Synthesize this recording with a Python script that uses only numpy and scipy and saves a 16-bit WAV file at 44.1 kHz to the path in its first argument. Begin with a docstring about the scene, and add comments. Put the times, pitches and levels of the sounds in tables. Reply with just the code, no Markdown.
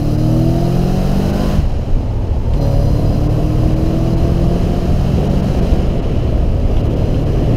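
"""Supercharged V8 from the driver's seat.

A hard pull through two upshifts. Crank orders boom in the cabin, firings chop the exhaust roar and rasp,
and the blower's intake hisses and whistles under load. Tyre rumble and wind follow road speed.
The cabin air throbs, trim ticks over bumps, and the driveline knocks as the load comes and goes."""
import sys
import numpy as np
from scipy import signal
from scipy.fft import rfft, irfft
from scipy.io import wavfile
from scipy.ndimage import uniform_filter1d

SR = 44100
rng = np.random.default_rng(int(sys.argv[2]) if len(sys.argv) > 2 else 0)


def store_pcm(level_fs):
    """Save levels as 16-bit WAV."""
    pcm = np.round(np.clip(level_fs, -1, 1) * 32767).astype(np.int16)
    wavfile.write(sys.argv[1], SR, np.atleast_2d(pcm).T)


N = 333396
TIME_S = np.arange(N) / SR
BINS_HZ = np.maximum(np.arange(N // 2 + 1) * SR / N, 1)


def undb(db):
    """Decibels to gain."""
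    return 10 ** (np.asarray(db) / 20)


def unit(x):
    """Scale to rms 1."""
    return x / np.sqrt(np.mean(x ** 2))


def curve(points):
    """(time [s], value) points interpolated to every sample."""
    return np.interp(TIME_S, *np.transpose(points))


def noise():
    """White noise."""
    return rng.standard_normal(N)


def walk(rate_hz):
    """Smoothed random steps; rms 1."""
    hold = max(int(SR / rate_hz), 1)
    steps = np.repeat(rng.standard_normal(N // hold + 2), hold)[rng.integers(hold):][:N]
    return unit(uniform_filter1d(uniform_filter1d(steps, hold), hold))


def colour(x, points):
    """Filter by (frequency [Hz], gain [dB]) points; rms 1."""
    hz, db = np.transpose(points)
    gain = undb(np.interp(np.log(BINS_HZ), np.log(hz), db))
    return unit(irfft(rfft(x) * gain, N))


def resonate(x, hz, width_hz):
    """Two passes through one resonance; rms 1."""
    response = 1 / (1 + 1j * (BINS_HZ / hz - hz / BINS_HZ) * hz / width_hz)
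    return unit(irfft(rfft(x) * response ** 2, N))


def above(x, corner_hz):
    """Zero-phase high-pass."""
    return irfft(rfft(x) / (1 + (corner_hz / BINS_HZ) ** 4), N)


def swell(hz, centre_hz, width_hz):
    """Gain of a resonance for a tone gliding through it."""
    return 1 / (1 + (2 * (hz - centre_hz) / width_hz) ** 2)


def fade(start_s, decay_s):
    """Sudden onset, exponential decay."""
    return (TIME_S > start_s) * np.exp(-np.clip((TIME_S - start_s) / decay_s, 0, 20))


def effort(shut, crank_hz, shut_loss_db, db_per_hz):
    """Gain that falls as the throttle shuts and climbs with revs; 1 flat out at 40 turns a second."""
    return undb(db_per_hz * (crank_hz - 40) - shut_loss_db * shut)


def puffs(turns, depth, lope):
    """Gas noise swelling at four firings a turn; uneven banks make it lope once a turn."""
    angle = 2 * np.pi * turns
    return noise() * np.exp(depth * np.cos(4 * angle) + lope * np.cos(angle))


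def crank_tone(turns, order, waver_db, smear_rad):
    """One crank order; uneven combustion shakes its level and phase."""
    phase = 2 * np.pi * (order * turns + rng.random()) + smear_rad * walk(22)
    return np.sqrt(2) * undb(waver_db * walk(11)) * np.sin(phase)


def exhaust_rasp(turns, crank_hz, shut):
    """Bright gas noise, lightly chopped by the firings."""
    spectrum = [(700, -33), (1200, 5.5), (1700, 4), (2200, -1), (2650, 3.5), (3050, 5.5), (3500, -5.5),
                (4050, 3.5), (4500, -6), (5100, -0.5), (5700, -7.5), (6600, -5), (7600, -17), (12000, -26)]  # (frequency [Hz], gain [dB])
    rasp = colour(puffs(turns, depth=0.061, lope=0.052), spectrum) * undb(-39.5 + 0.5 * walk(45))
    return rasp * effort(shut, crank_hz, shut_loss_db=8, db_per_hz=0.52)


def cabin_boom(turns, crank_hz, shut):
    """Strong crank orders swell as they cross cabin resonances and die away off load."""
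    # (order [per turn], open level [dB], shut loss [dB], loss exponent, waver [dB], smear [rad])
    orders = [(3, -17, 10.1, .9, 2.07, 0.28), (4, -19, 22, 2.25, 0.23, 0.062),
              (6, -24, 54, 1.44, 0.96, .15), (8, -19, 38, 1.99, .7, 0.065), (14, -34.5, 19, 1.4, 3.8, 0.31),
              (16, -26.5, 20.2, 0.99, 1.9, 0.16), (20, -41.5, 21, 1.6, 3.2, .4)]
    cabin_modes = [(117, 106, -1), (181.4, 88, -1.2), (242.5, 30, 6), (323.7, 53.4, 0.24), (487, 59, 0),
                   (558.5, 22, 4), (688, 150, 0.4), (1030, 110, 2)]  # (frequency [Hz], width [Hz], peak [dB])
    boom = 0
    for order, open_db, shut_loss_db, exponent, waver_db, smear_rad in orders:
        cabin_power = sum((undb(peak_db) * swell(order * crank_hz, hz, width_hz)) ** 2
                          for hz, width_hz, peak_db in cabin_modes)
        gain = undb(open_db - shut_loss_db * shut ** exponent) * np.sqrt(cabin_power)
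        boom += gain * crank_tone(turns, order, waver_db, smear_rad)
    return boom


def exhaust_roar(turns, crank_hz, shut):
    """Gas puffs and, under load, weaker crank orders ring the pipes and body."""
    weak_orders = [(2, 6), (5, 6.5), (7, 4), (9, 2), (10, -2), (11, -15), (12, -0.5), (13, -7.5), (15, -14),
                   (18, -3), (22, -4.5), (24, -13), (26, -22), (28, -9), (30, -7.5)]  # (order [per turn], relative level [dB])
    body_response = [(90, -6), (180, -1.5), (260, -8.5), (400, -6.5), (500, -5.5), (620, 1.5), (710, -3.5),
                     (800, -5.5), (900, -9), (1030, -14.5), (1200, -11.5), (1700, -10)]  # (frequency [Hz], gain [dB])
    gas_spectrum = [(90, -54), (160, 10), (240, -4.5), (330, 0.5), (430, -0.5), (560, -0.5), (700, 1),
                    (810, -12), (1200, -15.5), (1700, -36), (3000, -46)]  # (frequency [Hz], gain [dB])
    unload = shut ** 2  # torque holds until the throttle is well closed
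    uneven_turns = turns + 0.0036 * walk(110)  # firing jitter roughens high orders most
    tones = sum(undb(db) * crank_tone(uneven_turns, order, waver_db=3.5, smear_rad=0.34)
                for order, db in weak_orders)
    edge = colour(tones, body_response) * undb(-25 - 35 * unload)
    gas = colour(puffs(turns, depth=0.23, lope=0.39), gas_spectrum) * undb(-27 + 0.75 * walk(25))
    return (gas + edge) * effort(unload, crank_hz, shut_loss_db=7.26, db_per_hz=0.3)


def blower(turns, crank_hz, shut):
    """Belt-driven supercharger: intake hiss; under load, whine and whistles that fade as revs rise."""
    hiss_spectrum = [(2500, -15), (3600, -13), (4300, 6.5), (5200, 6.5), (6500, 1), (7600, -1.5),
                     (8600, -1), (9600, 1), (10600, 2.5), (11500, 4.5), (12300, -3.5), (13500, 6),
                     (14600, 1), (15700, -6)]  # (frequency [Hz], gain [dB])
    duct_modes = [(4150, 100, 3), (4923, 140, 3), (5910, 180, 0.5)]  # (frequency [Hz], width [Hz], relative level [dB])
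    whine_order = 33
    hiss = colour(puffs(turns, depth=0.062, lope=0.049), hiss_spectrum)
    hiss -= (1 - undb(-27.5 * shut)) * above(hiss, 9500)  # top fades first on a lift
    whistle = unit(sum(undb(db + 2.7 * walk(16)) * resonate(noise(), hz, width_hz)
                       for hz, width_hz, db in duct_modes))
    whine = crank_tone(turns, whine_order, waver_db=3, smear_rad=0.3)
    whine *= swell(whine_order * crank_hz, centre_hz=1300, width_hz=170)
    singing = (whistle + undb(-2) * whine) * undb(-42 - 20 * shut - 0.6 * (crank_hz - 38))
    return (undb(-42.5) * hiss + singing) * effort(shut, crank_hz, shut_loss_db=8.5, db_per_hz=0.31)


def tyres(speed_mph):
    """Tyres drum; unevenly spaced tread blocks give a blurred tone that rises with speed."""
    spectrum = [(20, -4), (45, 2), (70, 3.5), (110, -1.5), (160, -10.5), (230, -9.5), (330, -18.5),
                (550, -18.5), (750, -27), (1000, -31.5), (1500, -42), (3000, -44), (7000, -79)]  # rumble (frequency [Hz], gain [dB])
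    knee_mph, horn_mph, tread_hz_per_mph = 43, 65, 13.6
    rumble = colour(noise(), spectrum) * undb(-16 + 0.62 * walk(14))
    rumble /= 1 + (knee_mph / speed_mph) ** 4
    phase = 2 * np.pi * np.cumsum(tread_hz_per_mph * speed_mph) / SR
    tread = walk(230) * np.cos(phase) + walk(230) * np.sin(phase)
    tread *= undb(-40.5 - 0.4 * np.abs(speed_mph - horn_mph))  # peaks at the tyre-road horn resonance
    return rumble + tread


def wind(speed_mph):
    """Air gusts round pillars and mirrors; amplitude goes with speed cubed."""
    spectrum = [(100, -5), (190, 3), (310, 0.5), (420, -1), (600, -7), (800, -19), (1500, -32), (2300, -31),
                (2950, -24), (3600, -37), (7000, -68.5)]  # (frequency [Hz], gain [dB])
    return colour(noise(), spectrum) * (speed_mph / 90) ** 3 * undb(-25 + 1.7 * walk(9))


def cabin_throb():
    """Cabin air throbs at its lowest resonance and swells over bumps."""
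    bumps = [(0.8, -21), (1.69, -21), (1.95, -13.5), (6.5, -17), (6.74, -16)]  # (time [s], level [dB])
    bump_s = 0.03
    throb = resonate(noise(), hz=26.7, width_hz=18.3)
    throb = unit(throb / np.sqrt(uniform_filter1d(throb ** 2, size=6000) + 0.11))  # evens the strength
    swells = sum(undb(db) * np.exp(-((TIME_S - at_s) / bump_s) ** 2) for at_s, db in bumps)
    return throb * (undb(-20 + 0.5 * walk(6)) + swells)


def trim_ticks():
    """Loose dashboard trim ticks over bumps."""
    ticks = [(0.818, -39), (5.060, -39), (5.570, -39), (5.900, -38), (6.040, -40), (6.278, -42),
             (6.768, -33.5), (7.143, -36.5)]  # (time [s], level [dB])
    envelope = sum(undb(db) * fade(at_s, decay_s=0.012) for at_s, db in ticks)
    return resonate(noise(), hz=2800, width_hz=810) * envelope


def driveline_knocks():
    """Driveline slack closes with a dull thud and a small clack."""
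    knocks = [(1.584, 74, -2, -50), (2.536, 40.13, -3, -34.5), (5.719, 74, -3, -33), (6.765, 70, -27, -40)]  # (time [s], thud frequency [Hz], thud level [dB], clack level [dB])
    clack = resonate(noise(), hz=3100, width_hz=2300)
    sound = 0
    for at_s, thud_hz, thud_db, clack_db in knocks:
        thud = np.sin(2 * np.pi * thud_hz * (TIME_S - at_s))
        sound += undb(thud_db) * fade(at_s, decay_s=0.015) * thud
        sound += undb(clack_db) * fade(at_s, decay_s=0.0083) * clack
    return sound


def scene():
    """Revs and throttle drive the engine, speed drives tyres and wind; mono sum in the cabin."""
    revs = [(0.0, 36.3), (1.0, 46.56), (1.3, 49.82), (1.45, 51.37), (1.58, 50.2), (1.8, 43.55),
            (2.15, 36.55), (2.4, 33), (2.56, 35.58), (2.7, 34.73), (3.5, 38.35), (4.0, 40.82), (4.5, 42.82),
            (5.5, 47.57), (5.75, 47.48), (6.15, 40.18), (6.58, 34.97), (6.72, 35.89), (7.0, 35.4),
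            (7.56, 37.36)]  # (time [s], crank speed [Hz])
    # flat out, full lift to shift, long pull, gentler shift, half throttle
    throttle = [(0, 0.85), (1.45, 0.8), (1.57, 0.75), (1.64, 0.03), (2.2, 0), (2.53, 0.34), (2.61, 0.87),
                (3.2, 0.72), (5.7, 0.53), (5.9, 0.22), (6.66, 0.32), (6.78, 0.52), (7.56, 0.55)]  # (time [s], opening [0-1])
    road_speed = [(0, 35.5), (1.6, 55), (2.6, 68.7), (5.8, 99.3), (6.7, 90), (7.56, 118)]  # (time [s], speed [mph])
    crank_hz, speed_mph = curve(revs), curve(road_speed)
    turns = np.cumsum(crank_hz) / SR
    shut = 1 - curve(throttle)
    engine = sum(part(turns, crank_hz, shut) for part in (exhaust_rasp, cabin_boom, exhaust_roar, blower))
    road = tyres(speed_mph) + wind(speed_mph) + cabin_throb()
    return (engine + road + trim_ticks() + driveline_knocks())[None]


def dip_treble(x, depth, width_s, corner_hz):
    """The treble dips briefly now and then."""
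    dips = [0.170, 1.322, 2.600, 3.284, 3.753, 4.158, 5.288, 5.418, 5.610, 6.013, 6.826, 6.889, 6.954,
            7.250]  # (time [s])
    envelope = sum(np.exp(-((TIME_S - at_s) / width_s) ** 2) for at_s in dips)
    return x - depth * envelope * above(x, corner_hz)


def record(dry):
    """The treble dips, the microphone rounds the loudest peaks, and the top is cut off."""
    top_hz = 15700
    dipped = dip_treble(dry, depth=0.7, width_s=0.01, corner_hz=2920)
    rounded = 1.36 * np.tanh(dipped / 1.275)
    return signal.sosfilt(signal.ellip(10, 0.2, 80, top_hz, fs=SR, output="sos"), rounded)


dry = scene()
out = record(dry)
store_pcm(out)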